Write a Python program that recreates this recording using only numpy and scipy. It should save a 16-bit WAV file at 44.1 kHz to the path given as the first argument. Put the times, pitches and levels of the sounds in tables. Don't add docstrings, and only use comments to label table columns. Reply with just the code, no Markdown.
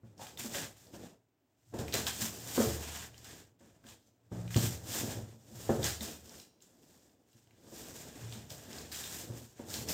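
import sys
import numpy as np
from scipy import signal
from scipy.fft import rfft, irfft, next_fast_len
from scipy.io import wavfile
from scipy.ndimage import uniform_filter1d

SR = 44100
rng = np.random.default_rng(int(sys.argv[2]) if len(sys.argv) > 2 else 0)


def generate_wav(sig):
    pcm = np.round(np.clip(np.atleast_2d(sig).T, -1, 1) * 32767).astype(np.int16)
    wavfile.write(sys.argv[1], SR, pcm)


def decibels_to_gain(level_db):
    exponent = np.asarray(level_db, float) / 20
    return 10 ** exponent


N = 437913

# f/Hz, level/dB, t60/s
PANEL_MODES = [(205, -12, 0.58), (231, 1.5, 0.3), (314, 1.5, 0.049), (366, -6, 0.18), (441, 1, 0.33),
               (542, -2.5, 0.52), (633, -3.5, 0.29), (738, -6.5, 0.35), (881, -15.5, 5.0), (925, -28, 1.3),
               (990, -27, 0.52), (1080, -29.5, 0.31), (1275, -11.5, 1.9), (1460, -24, 0.2),
               (1530, -53, 5.0), (1610, -35, 0.53), (1786, -44.5, 1.4)]
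# f/Hz, level/dB, t60/s
CARTON_AIR_MODES = [(102, -9, 0.8), (116.34, -1.5, 0.47), (126, -11.5, 0.35), (142.2, -10.5, 0.73),
                    (176.7, -11.5, 0.3)]
# f/Hz, level/dB per Hz
HISS_SPECTRUM = [(2060, -12.5), (3500, -3), (3660, -4), (4340, -4.5), (5090, 0.5), (6570, 0.5), (7230, 3),
                 (8360, -1), (10700, -12.5), (13400, -5), (15100, -6.5), (16000, -22.5)]


def unit(x):
    return x / np.sqrt(np.mean(x ** 2))


def colour(x, points):
    hz, db = np.transpose(points)
    size = next_fast_len(len(x))
    f = np.maximum(np.arange(size // 2 + 1) * SR / size, 1)
    gain = decibels_to_gain(np.interp(np.log(f), np.log(hz), db))
    return irfft(rfft(x, size) * gain, size)[:len(x)]


def walk(rate):
    hold = int(SR / rate)
    levels = rng.standard_normal(N // hold + 1)
    return uniform_filter1d(np.repeat(levels, hold)[:N], hold)


def add(track, s, sound):
    i = int(s * SR)
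    track[i:i + len(sound)] += sound[:N - i]


def ring(x, hz, t60):
    r = np.exp(-np.log(1000) / (t60 * SR))
    y = signal.lfilter([1], [1, -2 * r * np.cos(2 * np.pi * hz / SR), r * r], x)
    return y * 2 * np.sin(2 * np.pi * hz / SR) * np.sqrt(1 - r)


def struck(modes, weights, t, last):
    hz, db, t60 = np.transpose(modes)[:, :, None]
    size, shift = rng.standard_normal((2, len(modes), 1))
    fade_db = -60 * t / (np.minimum(t60, 1.5) * last)
    tones = np.sin(2 * np.pi * hz * (1 + .015 * shift) * t)
    return np.sum(weights * decibels_to_gain(db + 1.5 * size + fade_db) * tones, axis=0)


def room(x, wet_db):
    t60_s, first_bounce_s = 0.47, .004
    t = np.arange(SR // 2) / SR
    tail = colour(rng.standard_normal(len(t)), [(100, -20), (200, 0)])
    tail = tail * decibels_to_gain(-60 * t / t60_s) * (t > first_bounce_s)
    tail = tail / np.sqrt(np.sum(tail ** 2))
    return x + decibels_to_gain(wet_db) * signal.fftconvolve(x, tail)[:N]


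def room_air():
    # f/Hz, level/dB per Hz
    air_spectrum = [(18, -43.5), (30, -12), (95, 3), (204, -4.5), (273, 6.5), (540, -8), (600, -3),
                    (1190, -14), (2900, -18.5), (9460, -34.5), (16000, -21)]
    return unit(colour(rng.standard_normal(N), air_spectrum)) * decibels_to_gain(-76.5 + 1.5 * walk(6))


def booms():
    # t/s, level/dB, t60/s
    wakings = [
        (1.759, -37.5, 2.2),
        (2.63, -26, 1.1),
        (4.569, -34, 1.1),
        (5.717, -31, 1.33),
        (8.2, -60, 1.3),
        (8.7, -47, 3.1),
        (9.701, -37, 0.79),
    ]
    mode_hz, swell_s = 75.5, 0.19
    out, t = np.zeros(N), np.arange(SR) / SR
    for s, db, t60 in wakings:
        envelope = decibels_to_gain(db - 60 * t / t60) * (1 - np.exp(-t / swell_s)) * (1 - t)
        add(out, s, envelope * np.sin(2 * np.pi * mode_hz * t))
    return out


def strokes(rows):
    drop_db, bend = 20, 1.5
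    t = np.arange(0, N + 64, 64) / SR
    s, db, rise, fall = np.transpose(rows)[:, :, None]
    away = np.where(t < s, (s - t) / np.maximum(rise, .005), (t - s) / fall)
    power = np.sum(decibels_to_gain(db - drop_db * away ** bend) ** 2, axis=0)
    return np.interp(np.arange(N) / SR, t, power)


def grit(per_s, scatter_db, smooth):
    chance = rng.random((3, N))
    size_db = scatter_db * np.minimum(-np.log(1 - chance[2]), 4)
    catches = (chance[0] < per_s / SR) * np.sign(chance[1] - .5) * decibels_to_gain(size_db)
    return unit(catches) + smooth * rng.standard_normal(N)


def patchy(x, patch_db, rate):
    size = next_fast_len(N)
    bins = rfft(x, size)
    f = np.maximum(np.arange(size // 2 + 1) * SR / size, 1)
    place = 3 * np.log2(f / 700)
    out = np.zeros(N)
    for k in range(15):
        band = irfft(bins * np.maximum(1 - abs(place - k), 0), size)[:N]
        out += decibels_to_gain(patch_db * walk(rate)) * band
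    return unit(out)


def grit_hiss(palms, scrapes, judder_db):
    rub = palms + scrapes
    hiss = patchy(colour(grit(1500, 2.6, 1.3), HISS_SPECTRUM), 0.53, 60)
    hiss = hiss * decibels_to_gain(judder_db - 0.5) * np.sqrt(rub)
    top = signal.sosfilt(signal.butter(2, 9000, "high", fs=SR, output="sos"), hiss)
    palm_sheen_db, scrape_sheen_db, sheen_per_db = 2, 0, 0.06
    sheen_db = (palms * palm_sheen_db + scrapes * scrape_sheen_db) / rub
    pressure = (rub / decibels_to_gain(-48) ** 2) ** (sheen_per_db / 2)
    return hiss + top * (decibels_to_gain(sheen_db) * pressure - 1)


def card_rasp(palms, scrapes, judder_db):
    # f/Hz, level/dB per Hz
    rasp_spectrum = [(470, 2), (800, -2), (1240, -7), (1570, -3.5), (1710, 0.5), (1840, -1), (2330, -6.5),
                     (2490, -4), (3780, -6), (4500, -11), (5850, -33), (9900, -120)]
    # f/Hz, width/Hz, level/dB
    flute_modes = [(1658, 98, -0.5), (2476, 33, -8.5), (3570, 220, -4), (6960, 130, 4.5)]
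    catches = grit(2000, 2, 1.5)
    palm_db, scrape_db = -6.5, -1
    bite = np.sqrt(palms * decibels_to_gain(palm_db) ** 2 + scrapes * decibels_to_gain(scrape_db) ** 2)
    rasp = patchy(colour(catches, rasp_spectrum), 1.8, 50)
    flutes = unit(sum(decibels_to_gain(db) * ring(catches, hz, 2.6 / width) for hz, width, db in flute_modes))
    return (decibels_to_gain(-3.0) * rasp + decibels_to_gain(-13) * flutes) * decibels_to_gain(judder_db) * bite


def shaken_carton(judder_db):
    # peak t/s, level/dB, rise/s, fall/s
    drags = [(0.207, -52, 0.05, 0.13), (0.482, -60.5, 0.7, 0.046), (0.517, -52.5, 0.22, 0.2),
             (0.61, -45, 0.16, 0.13), (0.951, -54, 0.15, 0.19), (1.043, -51.5, 0.11, 0.15),
             (1.743, -41.5, 0.02, 0.39), (9.299, -48.5, 0.006, 0.12), (6.35, -55.5, 0.085, 0.14),
             (6.1, -50, 0.04, 0.12), (1.958, -41, 0.04, 0.23), (2.229, -47, 0.15, 0.31),
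             (2.637, -45, 0.32, 0.57), (3.32, -55.5, 0.13, 0.24), (3.635, -64, 0.023, 0.72),
             (3.89, -59.5, 0.08, 0.13), (4.322, -46, 0.0091, 0.3), (4.572, -49, 0.029, 0.23),
             (4.701, -52, 0.31, 0.17), (5.106, -41.5, 0.41, 0.22), (5.782, -47, 0.39, 0.19),
             (5.862, -42.5, 0.1, 0.13), (6.021, -54.5, 0.067, 0.58), (6.025, -45, 0.041, 0.14),
             (6.812, -63.5, 0.32, 0.74), (7.807, -52, 0.27, 0.46), (8.074, -52, 0.46, 0.95),
             (8.792, -49.5, 0.32, 0.22), (9.328, -51.5, 1, 0.23), (9.6, -51.5, 0.019, 0.41),
             (9.972, -41.5, 0.35, 0.015)]
    # peak t/s, level/dB, rise/s, fall/s
    heaves = [(0.498, -55.5, 0.7, 0.67), (1.779, -48, 0.11, 0.7), (2.644, -49.5, 0.79, 1),
              (3.614, -57.5, 0.044, 0.21), (3.87, -66, 0.322, 0.48), (3.902, -60, 0.13, 0.15),
              (4.316, -36.5, 0.0061, 0.96), (4.68, -33, 0.29, 0.077), (5.201, -43, 0.3, 0.21),
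              (5.714, -43, 0.21, 0.47), (8.021, -59, 0.79, 0.36), (8.228, -44.5, 0.029, 0.26),
              (8.419, -52.5, 0.28, 0.46), (9.394, -55, 0.55, 0.15), (9.784, -47, 0.25, 0.073),
              (9.814, -43, 0.012, 0.13),
              (0.05, -49, 0.018, 0.13),
        (0.96, -55, .05, .15),
        (2.68, -41, 0.047, 0.2),
        (5.57, -47, 0.074, .1),
        (7.371, -67, .03, 0.11),
        (7.75, -71, 0.055, .1),
        (8.76, -63, .04, 0.088),
        (9.31, -50, .015, 0.08),
    ]
    # f/Hz, level/dB, t60/s
    room_modes = [(82, -22.5, 7.6), (55, -34, 0.56)]
    shake = grit(600, 2.0, 1.0) * decibels_to_gain(judder_db)
    panels = unit(sum(decibels_to_gain(2.25 * db) * ring(shake, hz, 0.017) for hz, db, _ in PANEL_MODES))
    air_modes = CARTON_AIR_MODES + room_modes
    boom = unit(sum(decibels_to_gain(db) * ring(shake, hz, 2.1 * t60) for hz, db, t60 in air_modes))
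    panels = panels * decibels_to_gain(-1.0) * np.sqrt(strokes(drags))
    return panels + boom * decibels_to_gain(-4.5) * np.sqrt(strokes(heaves))


def rubbing():
    # peak t/s, level/dB, rise/s, fall/s
    palm_strokes = [(0.397, -43, 0.016, 0.23), (0.77, -62, 0.01, 0.28), (2.209, -44, 0.39, 0.29),
                    (2.223, -34.5, 0.018, 0.11), (2.642, -38.5, 0.3, 0.22), (4.077, -77, 0.26, 0.076),
                    (4.586, -41, 0.088, 0.27), (4.664, -39.5, 0.1, 0.066), (4.945, -38, 0.096, 0.19),
                    (5.043, -46.5, 0.15, 0.18), (5.619, -53, 0.12, 0.64), (5.943, -50.5, 0.55, 0.016),
                    (6.028, -43, 0.025, 0.18), (6.41, -56.5, 0.34, 0.084), (6.619, -66.5, 0.019, 0.17),
                    (6.932, -66.5, 0.35, 0.29), (7.377, -70.5, 0.17, 0.15), (7.796, -50.5, 0.15, 0.36),
                    (8.015, -50, 0.11, 0.072), (8.5, -53.5, 0.0085, 0.24), (9.195, -47, 0.36, 0.11),
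                    (8.921, -47, 0.0052, 0.52), (9.385, -54, 0.098, 0.17), (9.749, -43.5, 0.096, 0.17),
                    (9.897, -39, 0.029, 0.25)]
    # peak t/s, level/dB, rise/s, fall/s
    scrape_strokes = [(0.078, -76, 0.066, 0.15), (0.223, -50.5, 0.042, 0.11), (0.566, -40.0, 0.057, 0.14),
                      (0.943, -56.5, 0.021, 0.074), (1.045, -61, 0.096, 0.12), (1.792, -50, 0.012, 0.062),
                      (1.742, -57.5, 0.0045, 1.0), (4.509, -51.5, 0.005, 0.067),
                      (0.543, -46.5, 0.0066, 0.041), (7.805, -65, 0.006, 0.07), (6.34, -59, 0.07, 0.08),
                      (1.943, -36.5, 0.013, 0.14), (2.072, -38.5, 0.0068, 0.09), (2.959, -46.5, 0.4, 0.11),
                      (3.045, -49.5, 0.22, 0.07), (3.246, -54.5, 0.0063, 0.17), (3.382, -58.5, 0.46, 0.12),
                      (3.595, -69, 0.0078, 0.38), (3.892, -56, 0.056, 0.089), (4.329, -62.5, 0.023, 0.84),
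                      (5.11, -46, 0.057, 0.12), (5.324, -65, 0.99, 0.055), (5.686, -52.5, 0.032, 0.13),
                      (5.845, -38, 0.027, 0.15), (8.327, -55.5, 0.74, 0.242), (8.791, -52.5, 0.31, 0.17),
                      (8.923, -50.5, 0.0076, 0.23), (9.606, -61.5, 0.081, 0.1)]
    hush_db = -92
    palms = strokes(palm_strokes) + decibels_to_gain(hush_db) ** 2
    scrapes = strokes(scrape_strokes)
    judder_db = 1.38 * walk(40) + 0.66 * walk(150)
    hiss = grit_hiss(palms, scrapes, judder_db)
    return hiss + card_rasp(palms, scrapes, judder_db) + shaken_carton(judder_db)


def ticks(rows, tail_db, t60):
    out, t = np.zeros(N), np.arange(SR // 2) / SR
    release_s, strap_t60_s, strap_share = .0007, 0.015, 0.35
    jolt = 2.5 * (np.arange(len(t)) == int(release_s * SR))
    for s, db, hz in rows:
        noise = rng.standard_normal((2, len(t)))
        shape = [(.25 * hz, -22), (.6 * hz, -5), (hz, 0), (min(1.45 * hz, 9000), -7),
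                 (10600, -23), (13500, -14), (16000, -16)]
        crack = colour(jolt + noise[0] * np.exp(-t / .0014) * (t > release_s), shape)
        ping = np.sin(2 * np.pi * hz * t) * decibels_to_gain(-60 * t / strap_t60_s) * (t > .0005)
        crack = crack / np.abs(crack).max() + strap_share * ping
        crack = crack + .4 * np.roll(crack, int(.0025 * SR))
        crack = crack / np.abs(crack).max()
        rustle = unit(unit(colour(noise[1], HISS_SPECTRUM)) + 0.3 * unit(colour(noise[1], shape)))
        add(out, s - .0005, decibels_to_gain(db) * (crack + decibels_to_gain(tail_db - 60 * t / t60) * rustle))
    return out


def flicks():
    # t/s, peak level/dB, centre f/Hz
    flick_events = [(0.0697, -61, 2440), (0.4055, -30, 2200), (0.8689, -48, 4820), (1.7394, -50, 1620),
                    (1.952, -22, 2000), (3.1438, -42, 3040), (3.1792, -43, 7000), (3.8417, -47, 1610),
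                    (4.0272, -60, 4960), (4.562, -27, 3120), (4.573, -23, 4200), (4.525, -42, 2000),
                    (5.905, -29, 3800), (6.06, -40, 3260), (6.085, -35, 2500), (7.0951, -57, 3530),
                    (7.3305, -55, 3950), (7.378, -57, 6600), (8.9224, -32, 4800), (8.975, -35, 5000),
                    (9.323, -50, 2800), (9.4772, -52, 6410), (9.5929, -46, 1760)]
    return room(ticks(flick_events, -31, 0.2), -1.5)


def straps_and_tape():
    # t/s, peak level/dB, centre f/Hz
    snaps = [(0.2134, -45, 4970), (1.8816, -30, 2590), (1.925, -24, 4690), (1.9326, -25, 3500),
             (1.9399, -13.5, 4180), (2.0677, -16, 3570), (2.219, -22, 7300), (2.963, -35, 3000),
             (3.2337, -57, 6100), (4.074, -55.5, 6120), (4.4787, -38.5, 3020), (4.5446, -21.5, 3060),
             (4.5645, -20.5, 6900), (5.8302, -24, 3600), (6.2942, -39, 5840), (6.3548, -41, 5030),
             (6.3994, -38, 5480), (6.605, -55, 4040), (6.6223, -45, 7300), (7.3696, -55, 7100),
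             (7.4734, -53.5, 3080), (7.5088, -52, 2500), (8.325, -30, 3460), (8.504, -30.5, 4970),
             (8.7305, -33, 5000), (8.7849, -30.5, 4960)]
    # t/s, peak level/dB, centre f/Hz
    peels = [(0.179, -49, 5750), (0.2683, -33.5, 3300), (0.374, -31, 3530), (0.4044, -49, 7470),
             (0.4434, -49, 6630), (0.547, -24, 2330), (0.9388, -54, 6510), (1.7888, -36, 5270),
             (3.245, -40, 6600), (3.5967, -63, 6600), (3.8676, -44.5, 3330), (3.8876, -42.5, 3340),
             (4.5065, -34, 1790), (5.8421, -20, 6960), (5.8665, -21.5, 4950), (6.008, -27.5, 3580),
             (6.2745, -57, 7060), (5.56, -44.5, 7540), (8.9172, -32, 3800), (8.946, -30, 3300),
             (9.0395, -26.5, 3630), (9.7016, -33, 5100), (9.7404, -23, 4140), (9.8876, -24.5, 6160)]
    return room(ticks(snaps, -38.5, 0.31) + ticks(peels, -22.5, 0.32), -2.0)


def blows(rows, knock_db, last):
    # f/Hz, level/dB
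    knock_spectrum = [(300, -34.5), (550, 6), (900, -1), (1300, -9.5), (1750, -9.5), (2300, -27),
                      (5000, -42.5)]
    out, t = np.zeros(N), np.arange(SR // 2) / SR
    panels = np.minimum(np.array(PANEL_MODES) * [1, .6, 1], [SR, 20, .22])
    sign = (-1.) ** np.arange(len(panels))[:, None]
    for s, db, centre_hz, thud_db in rows:
        octaves = np.log2(panels[:, :1] / centre_hz)
        near = np.exp(-.5 * (octaves / 0.51) ** 2) + 0.1
        body = struck(panels, sign * near, t, last) + struck([(centre_hz, 3, .13)], 1.0, t, last)
        body = body / np.abs(body).max()
        thud = struck(CARTON_AIR_MODES, decibels_to_gain(thud_db), t, last)
        knock = unit(colour(rng.standard_normal(len(t)), knock_spectrum))
        knock = knock * decibels_to_gain(knock_db - 60 * t / (0.23 * last))
        push = np.minimum(t / 0.0014, 1)
        add(out, s, decibels_to_gain(db - 1.5) * push * (body + thud + knock))
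    return out


def taps():
    # t/s, peak level/dB, strongest ring f/Hz, thud re peak level/dB
    tap_events = [
        (0.393, -47, 240, -2),
        (0.866, -57, 186, -10),
        (5.324, -52, 220, -1),
        (6.08, -41, 300, -16),
        (6.275, -51.5, 250, -14),
        (7.47, -59.5, 227, -3),
        (8.684, -46, 223, -15),
        (9.755, -41.5, 197, -8),
        (9.41, -50, 250, -3),
    ]
    return room(blows(tap_events, -12, 0.65), -2.9)


def panel_hits():
    # t/s, peak level/dB, strongest ring f/Hz, thud re peak level/dB
    blow_events = [(0.033, -48.5, 226, -3), (0.194, -44, 890, -23), (0.213, -39, 844, -17),
                   (0.442, -36.5, 250, -21), (0.548, -38, 572, -9), (0.936, -39, 232, -30),
                   (1.738, -31.5, 320, -19), (1.79, -30.5, 366, -5.5), (1.942, -31, 407, -12),
                   (2.218, -34.5, 184, -9), (2.67, -32, 347, -2), (3.606, -49, 231, -18),
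                   (3.845, -50, 257, -12.5), (4.317, -36.5, 272, 0), (4.63, -34, 241, -17),
                   (4.951, -35.5, 302, -10), (5.03, -30, 282, -7), (5.169, -38, 231, -17),
                   (5.509, -48, 208, -11), (5.79, -31.5, 400, -1), (6.009, -41, 205, -11),
                   (7.349, -60.5, 275, 1), (7.664, -53, 366, -18), (7.719, -43.5, 335, -8),
                   (8.05, -46, 266, -20), (8.355, -44, 198, -4), (8.513, -44.5, 713, -3),
                   (9.297, -41, 337, -0.5), (9.593, -35, 300, -27), (9.89, -40.5, 573, -18)]
    # t/s, peak level/dB, strongest ring f/Hz, thud re peak level/dB
    slams = [
        (2.577, -18, 251, -26),
        (2.6, -19.5, 441, -18.5),
        (4.56, -22, 265, 1.5),
        (5.692, -18.5, 350, -12),
        (5.705, -23.5, 295, -8),
    ]
    return room(blows(blow_events, -14.5, 0.71) + blows(slams, -12.5, 0.52), -1.5)


def scene():
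    mono = room_air() + booms() + rubbing()
    mono = mono + flicks() + straps_and_tape() + taps() + panel_hits()
    return np.array([mono, mono])


def low_pass(x):
    return signal.sosfilt(signal.butter(12, 16660, fs=SR, output="sos"), x)


def record(dry):
    x = signal.sosfilt(signal.butter(4, 58, "high", fs=SR, output="sos"), dry)
    x = signal.sosfilt(signal.ellip(8, .2, 70, 15900, fs=SR, output="sos"), x)
    return low_pass(x)


dry = scene()
out = record(dry)
generate_wav(out)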